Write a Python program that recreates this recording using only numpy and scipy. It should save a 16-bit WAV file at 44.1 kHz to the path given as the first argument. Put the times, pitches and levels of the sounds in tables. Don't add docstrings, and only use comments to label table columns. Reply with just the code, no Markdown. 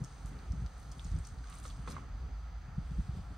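import sys
import numpy as np
from scipy import signal
from scipy.fft import rfft, irfft, next_fast_len
from scipy.io import wavfile
from scipy.ndimage import uniform_filter1d

SR = 44100
rng = np.random.default_rng(int(sys.argv[2]) if len(sys.argv) > 2 else 0)


def persist_wave(psi):
    counts = np.round(np.clip(psi, -1, 1) * 32767).astype(np.int16)
    wavfile.write(sys.argv[1], SR, np.atleast_2d(counts).T)


N = 148617

# pitch_hz, gain_db
AIR_TONE = [(47, -86), (80, -22), (124, -1), (155, -2), (242, -25.5), (295, -29.5), (329, -39), (411, -29),
            (459, -18.5), (639, -16.5), (698, -11.5), (746, -10), (1040, -16.5), (1330, -10.5), (1480, -17),
            (1730, -18.5), (2870, -28), (3140, -26.5), (3920, -29), (4780, -25), (5580, -36.5), (6090, -25),
            (6960, -37), (8000, -37.5), (9200, -40), (10000, -56), (15800, -34)]
# time_s, level_db
AIR_LOUDNESS = [(0.0, -59.5), (0.26, -58), (0.38, -58), (1.44, -59), (1.99, -59), (3.28, -59), (3.37, -60)]
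# time_s, level_db
RUMBLE_LOUDNESS = [(0.0, -43), (0.04, -46.5), (0.16, -52), (0.26, -42), (0.39, -48), (0.5, -45),
                   (0.66, -41), (0.69, -48.5), (1.13, -43), (1.16, -36.5), (1.25, -48.5), (1.29, -56),
                   (1.32, -37.5), (1.37, -43), (1.41, -41), (1.45, -48), (1.62, -45), (2.05, -44),
                   (2.16, -39), (2.23, -42.5), (2.29, -37.5), (2.33, -39.5), (2.35, -45.5), (2.97, -41.5),
                   (2.98, -39.5), (3.37, -44)]
# start_s, thud_peak_db, deep_peak_db
GRIP_BUMPS = [(0.014, -30, -67), (0.243, -42, -36), (0.499, -42.5, -27), (0.532, -33, -45.5),
              (0.572, -38.5, -40), (0.594, -36.5, -34), (0.613, -34, -29), (0.63, -39.5, -36.5),
              (0.646, -39.5, -32.5), (0.971, -42, -56), (1.051, -36, -36), (1.111, -42, -30),
              (1.136, -34.5, -27.5), (1.148, -33.5, -28), (1.169, -37.5, -29.5), (1.194, -54, -33),
              (1.79, -36.5, -68), (1.887, -58, -64), (1.949, -44, -38), (2.222, -44, -50),
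              (2.681, -40.5, -43), (2.778, -25.5, -44), (2.909, -31.5, -36), (2.985, -26, -24.5),
              (3.085, -34, -28.5), (3.129, -43, -32), (3.164, -34.5, -32), (3.187, -37, -34),
              (3.305, -38, -33)]
# pitch_hz, gain_db, fade_s
PHONE_NOTES = [(126.8, 3.5, 0.083), (153.9, 5.5, 0.068), (230.5, -6, 0.047), (311, -17, 0.046)]

# pitch_hz, width_hz, level_db
RUB_BANDS = [(137, 79, 5), (269.5, 48, -5.5), (412, 290, -7.5)]
# time_s, gain_db
RUB_LOUDNESS = [(0.0, -52.5), (0.04, -57), (0.07, -64.5), (0.28, -63), (0.33, -57), (0.38, -57),
                (0.41, -61.5), (0.62, -58), (0.7, -67), (1.16, -61), (1.23, -67), (1.85, -62), (1.9, -50),
                (2.18, -71), (2.25, -56.5), (2.38, -69.5), (2.75, -68.5), (2.77, -63), (2.89, -64),
                (2.99, -56.5), (3.04, -74), (3.16, -55.5), (3.28, -71), (3.32, -60.5), (3.37, -75)]
# pitch_hz, width_hz, level_db
SWISH_BANDS = [(3440, 5100, 10), (8420, 1100, 2.5), (14200, 6800, 1.5)]
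# time_s, gain_db
SWISH_LOUDNESS = [(2.75, -95), (2.87, -84), (3.05, -81), (3.12, -87), (3.17, -79), (3.22, -85), (3.37, -85)]
# pitch_hz, width_hz, level_db
SIZZLE_BANDS = [(11140, 7300, 3.5), (14400, 3500, -7)]
# time_s, gain_db
SIZZLE_LOUDNESS = [(0, -82), (.1, -91), (.25, -83), (.27, -74), (.33, -85), (.5, -89), (.76, -90),
                   (.8, -78), (.9, -82), (1.05, -82), (1.14, -85), (1.22, -82), (1.27, -84), (1.32, -84),
                   (1.46, -100), (1.55, -75), (1.61, -77), (1.66, -70), (1.72, -84), (1.76, -89),
                   (1.86, -88), (1.92, -62), (1.96, -91), (2.1, -100)]
# pitch_hz, width_hz, level_db
RASP_BANDS = [(1208, 430, -3.5), (2140, 1900, -8.5)]
# time_s, gain_db
RASP_LOUDNESS = [(.05, -65), (.2, -69), (.4, -64), (.7, -80), (1.05, -68), (1.38, -86), (1.46, -61),
                 (1.52, -55.5), (1.581, -63), (1.66, -61.5), (1.75, -68), (1.86, -62), (1.9, -55.5),
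                 (1.95, -55.5), (2.02, -62.5), (2.1, -68)]
# pitch_hz, width_hz, level_db
SCRAPE_BANDS = [(3000, 3800, -17), (4250, 3000, -2.5), (6300, 850, -3), (8460, 1470, -4.5)]
# time_s, gain_db
SCRAPE_LOUDNESS = [(0, -75), (.04, -77), (.06, -67), (.11, -70), (.25, -72.5), (.28, -68.5), (.35, -74.5),
                   (.75, -75.5), (.8, -74), (.95, -73.5), (1.07, -64), (1.14, -70), (1.23, -70.5),
                   (1.27, -65), (1.38, -77), (1.48, -69.5), (1.56, -63.5), (1.6, -65.5), (1.62, -77),
                   (1.65, -59), (1.69, -63), (1.73, -69.5), (1.86, -74.5), (1.88, -62.5), (1.91, -58),
                   (1.94, -68.5), (2.0, -73.5), (2.2, -98)]

# pitch_hz, gain_db, fade_s
BOARD_NOTES = [(490, -10, 0.05), (906, -7, 0.027), (1112, 7.5, 0.021), (1310, -6.5, 0.041),
               (1707, -10, 0.023), (2033, -11.5, 0.032), (2460, -14.5, 0.018), (3600, -14.5, 0.0083)]
# start_s, peak_db, outer_boost_db_per_octave, pitch_factor
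BOARD_SLAPS = [(1.44, -50, -9, 1.35), (1.649, -50, 3, 0.99), (1.652, -41, -3, 1.11), (1.654, -46, 14, 1.03),
               (1.659, -47, -3, 1.1), (1.875, -36, 5.5, 0.99), (1.881, -39.5, 12, 1.01),
               (1.887, -45, -1, 0.82), (1.912, -53.5, 0, 1.17), (1.931, -54, -4, 1.25),
               (1.9659, -34.5, -4, 1.028), (1.969, -43, 2, 1), (1.976, -46, 1, 1.06), (1.982, -40, 0, 0.95)]
# start_s, level_db, pitch_hz, width_share, snap_db, fizz_db
BONE_TICKS = [(0.0391, -42.5, 6650, 0.37, -12, -19), (0.0457, -42.5, 6800, 0.55, -12, -19),
              (0.2588, -47.5, 7850, 0.36, -8, -19), (0.389, -53, 4500, 0.31, -8, -14),
              (0.441, -60, 3830, 0.33, -8, -19), (0.5202, -47.5, 5900, 0.33, -8, -14),
              (0.6616, -48, 4380, 0.46, -8, -19), (0.6682, -54, 3770, 0.33, -8, -19),
              (0.7791, -55, 7850, 0.33, -8, -17), (0.7991, -54, 8740, 0.33, -6, -19),
              (0.829, -58, 4600, 0.33, -6, -19), (0.9158, -47, 6300, 0.33, -2, -19),
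              (0.9204, -46.5, 6340, 0.38, -8, -16), (0.931, -54, 3250, 0.33, -8, -17),
              (0.9836, -57, 8900, 0.33, -8, -19), (0.9943, -41.5, 3640, 0.33, -11, -14),
              (1.026, -61, 6680, 0.33, -8, -19), (1.046, -41.5, 6500, 0.28, -11, -16),
              (1.0517, -51, 4840, 0.3, -8, -19), (1.1156, -50.5, 6440, 0.37, -10, -19),
              (1.1633, -51.5, 4860, 0.33, -8, -21), (1.1872, -49.5, 8320, 0.33, -8, -19),
              (1.2424, -60, 3660, 0.33, -8, -19), (1.2476, -49, 5460, 0.33, -8, -19),
              (1.2512, -45, 5900, 0.29, -8, -19), (1.258, -56, 6580, 0.33, -8, -19),
              (1.2695, -45, 8500, 0.28, -8, -19), (1.2726, -46, 6430, 0.33, -8, -19),
              (1.2874, -55, 8370, 0.3, -8, -19), (1.3857, -51.5, 4700, 0.43, -8, -19),
              (1.4416, -52.5, 4090, 0.38, -8, -19), (1.4721, -55, 3590, 0.33, -8, -19),
              (1.499, -45.5, 9100, 0.27, -12, -15), (1.5259, -48, 3980, 0.33, -8, -12),
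              (1.5393, -48, 9550, 0.33, -8, -19), (1.552, -48, 9280, 0.3, -8, -19),
              (1.5764, -62, 6460, 0.33, -10, -19), (1.5854, -48, 9200, 0.24, -13, -19),
              (1.5998, -46.5, 9100, 0.36, -8, -19), (1.6262, -56, 3720, 0.38, -8, -19),
              (1.6304, -50, 8300, 0.37, -8, -19), (1.639, -49, 8400, 0.36, -8, -17),
              (1.6531, -48, 4090, 0.4, -5, -19), (1.6622, -45.5, 8250, 0.47, -11, -14),
              (1.665, -47, 4210, 0.33, -8, -22), (1.6718, -52, 8050, 0.33, -8, -19),
              (1.6784, -45, 6070, 0.3, -8, -19), (1.7, -44, 3760, 0.23, -1, -14),
              (1.7072, -54, 3550, 0.26, -11, -9), (1.7644, -55, 4700, 0.33, -4, -17),
              (1.8765, -51, 4180, 0.33, -10, -19), (1.8804, -47, 3480, 0.37, -8, -19),
              (1.901, -48, 9120, 0.33, -8, -19), (1.92, -41.5, 4500, 0.33, -10, -16),
              (3.1634, -62, 3740, 0.33, -5, -19)]

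# pitch_hz, lead_radians
LEFT_LEAD = [(100, 0), (400, -.1), (860, -.4), (1120, .3), (2240, -.1), (2840, -.9), (3100, -.1),
             (4390, .1), (5680, -.9), (6550, -1.2), (8960, -1.3), (10200, -.8), (11400, -1.3),
             (15500, -1.8)]
# pitch_hz, gain_db
LEFT_BOOST = [(60, -0.5), (110, -0.5), (200, 0.5), (380, 0.0), (700, 0.0), (1290, -2.5), (2380, 0.0),
              (4400, 1.0), (8120, 0.5), (15000, 0.0)]
# pitch_hz, likeness_0_to_1
SIDE_LIKENESS = [(60, .99), (130, .98), (290, .86), (640, .6), (1410, .82), (2400, .62), (4000, .66),
                 (6820, .7), (10000, .6), (15000, .3)]
# pitch_hz, gain_db
MIC_TONE = [(25, -17), (45, 0.5), (7000, 1), (9200, 3), (9900, -3.5), (11000, -1.5), (13500, -5.5),
            (15500, -11)]


def gain(db):
    return 10 ** (np.asarray(db) / 20)


def set_level(sound, db):
    return sound * gain(db) / np.sqrt(np.mean(sound ** 2))


def over_pitch(table, hz):
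    pitches, values = np.array(table, float).T
    return np.interp(np.log(hz + 1), np.log(pitches), values)


def over_time(table):
    times, db = np.array(table, float).T
    return gain(np.interp(np.arange(N) / SR, times, db, left=-120, right=-120))


def band(sound, hz, width_hz):
    return signal.lfilter(*signal.iirpeak(hz, hz / width_hz, fs=SR), sound)


def wander(steps_per_s):
    hold = int(SR / steps_per_s)
    steps = np.repeat(rng.standard_normal(N // hold + 1), hold)
    return uniform_filter1d(uniform_filter1d(steps, hold), hold)[:N]


def add(out, start_s, sound):
    start = int(start_s * SR)
    out[start:start + len(sound)] += sound[:N - start]


def unit_peak(sound):
    return sound / np.abs(sound).max()


def ring(notes, nudges, push_s):
    t = np.arange(SR // 4) / SR
    sound = 0
    for (hz, db, fade_s), nudge in zip(notes, nudges):
        wave = np.sin(2 * np.pi * hz * (1 + .03 * nudge) * t + nudge)
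        sound += gain(db + 2 * nudge) * wave * 1000. ** (-t / fade_s)
    return unit_peak(sound * (1 - np.exp(-(t / push_s) ** 2)))


def hiss():
    return rng.standard_normal(N)


def grit(grains_per_s=2500, uneven_db=2.2):
    starts = rng.random(N) < grains_per_s / SR
    energy = starts * gain(2 * uneven_db * rng.exponential(size=N))
    fading = signal.lfilter([1], [1, -.97], energy)
    return np.sqrt(fading) * hiss()


def resonate(bands, make_noise):
    return sum(set_level(band(band(make_noise(), hz, width), hz, width), db) for hz, width, db in bands)


def kitchen_air(swell_db=.5, flicker_db=1.2):
    hz = np.arange(N // 2 + 1) * SR / N
    spectrum = rfft(rng.standard_normal((2, N))) * gain(over_pitch(AIR_TONE, hz))
    swell = swell_db * wander(0.36)
    octaves_up = np.log2((hz + 1) / 60)
    out = 0
    for octave in range(10):
        share = np.clip(1 - np.abs(octaves_up - octave), 0, 1)
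        out += irfft(spectrum * share, N) * gain(swell + flicker_db * wander(12))
    return set_level(out, 0) * over_time(AIR_LOUDNESS)


def room_rumble(pitch_hz=51.85, width_hz=26.6, steadiness=.4):
    noise = rng.standard_normal((2, N))
    hum = band(band(noise, pitch_hz, width_hz), pitch_hz, width_hz)
    power = uniform_filter1d(set_level(hum, 0) ** 2, int(SR / pitch_hz)) + .05
    return set_level(hum / power ** (steadiness / 2), 0) * over_time(RUMBLE_LOUDNESS)


def grip_bumps(push_s=0.0047, deep_hz=66, deep_fade_s=0.06):
    out = np.zeros(N)
    for start_s, thud_db, deep_db in GRIP_BUMPS:
        nudges = rng.standard_normal(5) / 2
        thud = ring(PHONE_NOTES, nudges[:4], push_s)
        deep = ring([(deep_hz, 0, deep_fade_s)], nudges[4:], 2 * push_s)
        add(out, start_s, gain(thud_db) * thud + gain(deep_db) * deep)
    return out


def flesh_rub():
    return resonate(RUB_BANDS, hiss) * over_time(RUB_LOUDNESS)


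def knife_swish():
    return resonate(SWISH_BANDS, hiss) * over_time(SWISH_LOUDNESS)


def wet_sizzle():
    return resonate(SIZZLE_BANDS, grit) * over_time(SIZZLE_LOUDNESS)


def blade_rasp():
    return resonate(RASP_BANDS, grit) * over_time(RASP_LOUDNESS)


def wet_scrape():
    return resonate(SCRAPE_BANDS, grit) * over_time(SCRAPE_LOUDNESS)


def board_slaps(middle_hz=1130, push_s=0.00043, variety=.4):
    out = np.zeros(N)
    for start_s, peak_db, outer_boost, pitch_factor in BOARD_SLAPS:
        notes = [(hz * pitch_factor, db + outer_boost * abs(np.log2(hz / middle_hz)), fade_s)
                 for hz, db, fade_s in BOARD_NOTES]
        nudges = variety * rng.standard_normal(len(notes))
        add(out, start_s, gain(peak_db) * ring(notes, nudges, push_s))
    return out


def bone_ticks(rise_s=.001, burst_s=.0008, tail_s=.01, snap_hz=10500):
    out = np.zeros(N)
    t = np.arange(3000) / SR
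    burst = np.exp(-((t - rise_s) / burst_s) ** 2)
    for start_s, level_db, hz, width_share, snap_db, fizz_db in BONE_TICKS:
        noise = rng.standard_normal(len(t))
        width_hz = width_share * hz
        fizz = gain(fizz_db) * np.exp(-t / tail_s) * (t > rise_s)
        click = band(noise * (burst + fizz), hz, width_hz)
        click = unit_peak(band(click, hz, 2 * width_hz))
        snap = unit_peak(band(noise * burst, snap_hz, width_hz=7000))
        add(out, start_s, gain(level_db) * (click + gain(snap_db) * snap))
    return out


def microphones(direct, scattered):
    size = next_fast_len(N + 4096)
    hz = np.arange(size // 2 + 1) * SR / size
    likeness = over_pitch(SIDE_LIKENESS, hz)
    shared = rfft(direct, size) * np.sqrt((1 + likeness) / 2)
    spread = rfft(scattered, size) * np.sqrt((1 - likeness) / 2)
    lean_left = gain(over_pitch(LEFT_BOOST, hz) / 2) * np.exp(.5j * over_pitch(LEFT_LEAD, hz))
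    sides = np.array([(shared + spread) * lean_left, (shared - spread) / lean_left])
    return irfft(sides * gain(over_pitch(MIC_TONE, hz)), size)[:, :N]


def scene():
    close = bone_ticks() + wet_scrape() + blade_rasp() + wet_sizzle()
    close += board_slaps() + grip_bumps() + flesh_rub() + knife_swish()
    echoes = rng.standard_normal(2000) * np.exp(-np.arange(2000) / 400.)
    echoes /= np.sqrt(np.sum(echoes ** 2))
    scattered = signal.fftconvolve(close, echoes)[:N]
    room = kitchen_air() + room_rumble()
    return microphones(close + room[0], scattered + room[1])


def record(dry):
    hiss_db, top_hz = -85, 15800
    bright_noise = np.diff(rng.standard_normal((2, N + 1)))
    treble_cut = signal.ellip(8, .2, 70, top_hz, fs=SR, output="sos")
    return signal.sosfilt(treble_cut, dry + set_level(bright_noise, hiss_db))


dry = scene()
out = record(dry)
persist_wave(out)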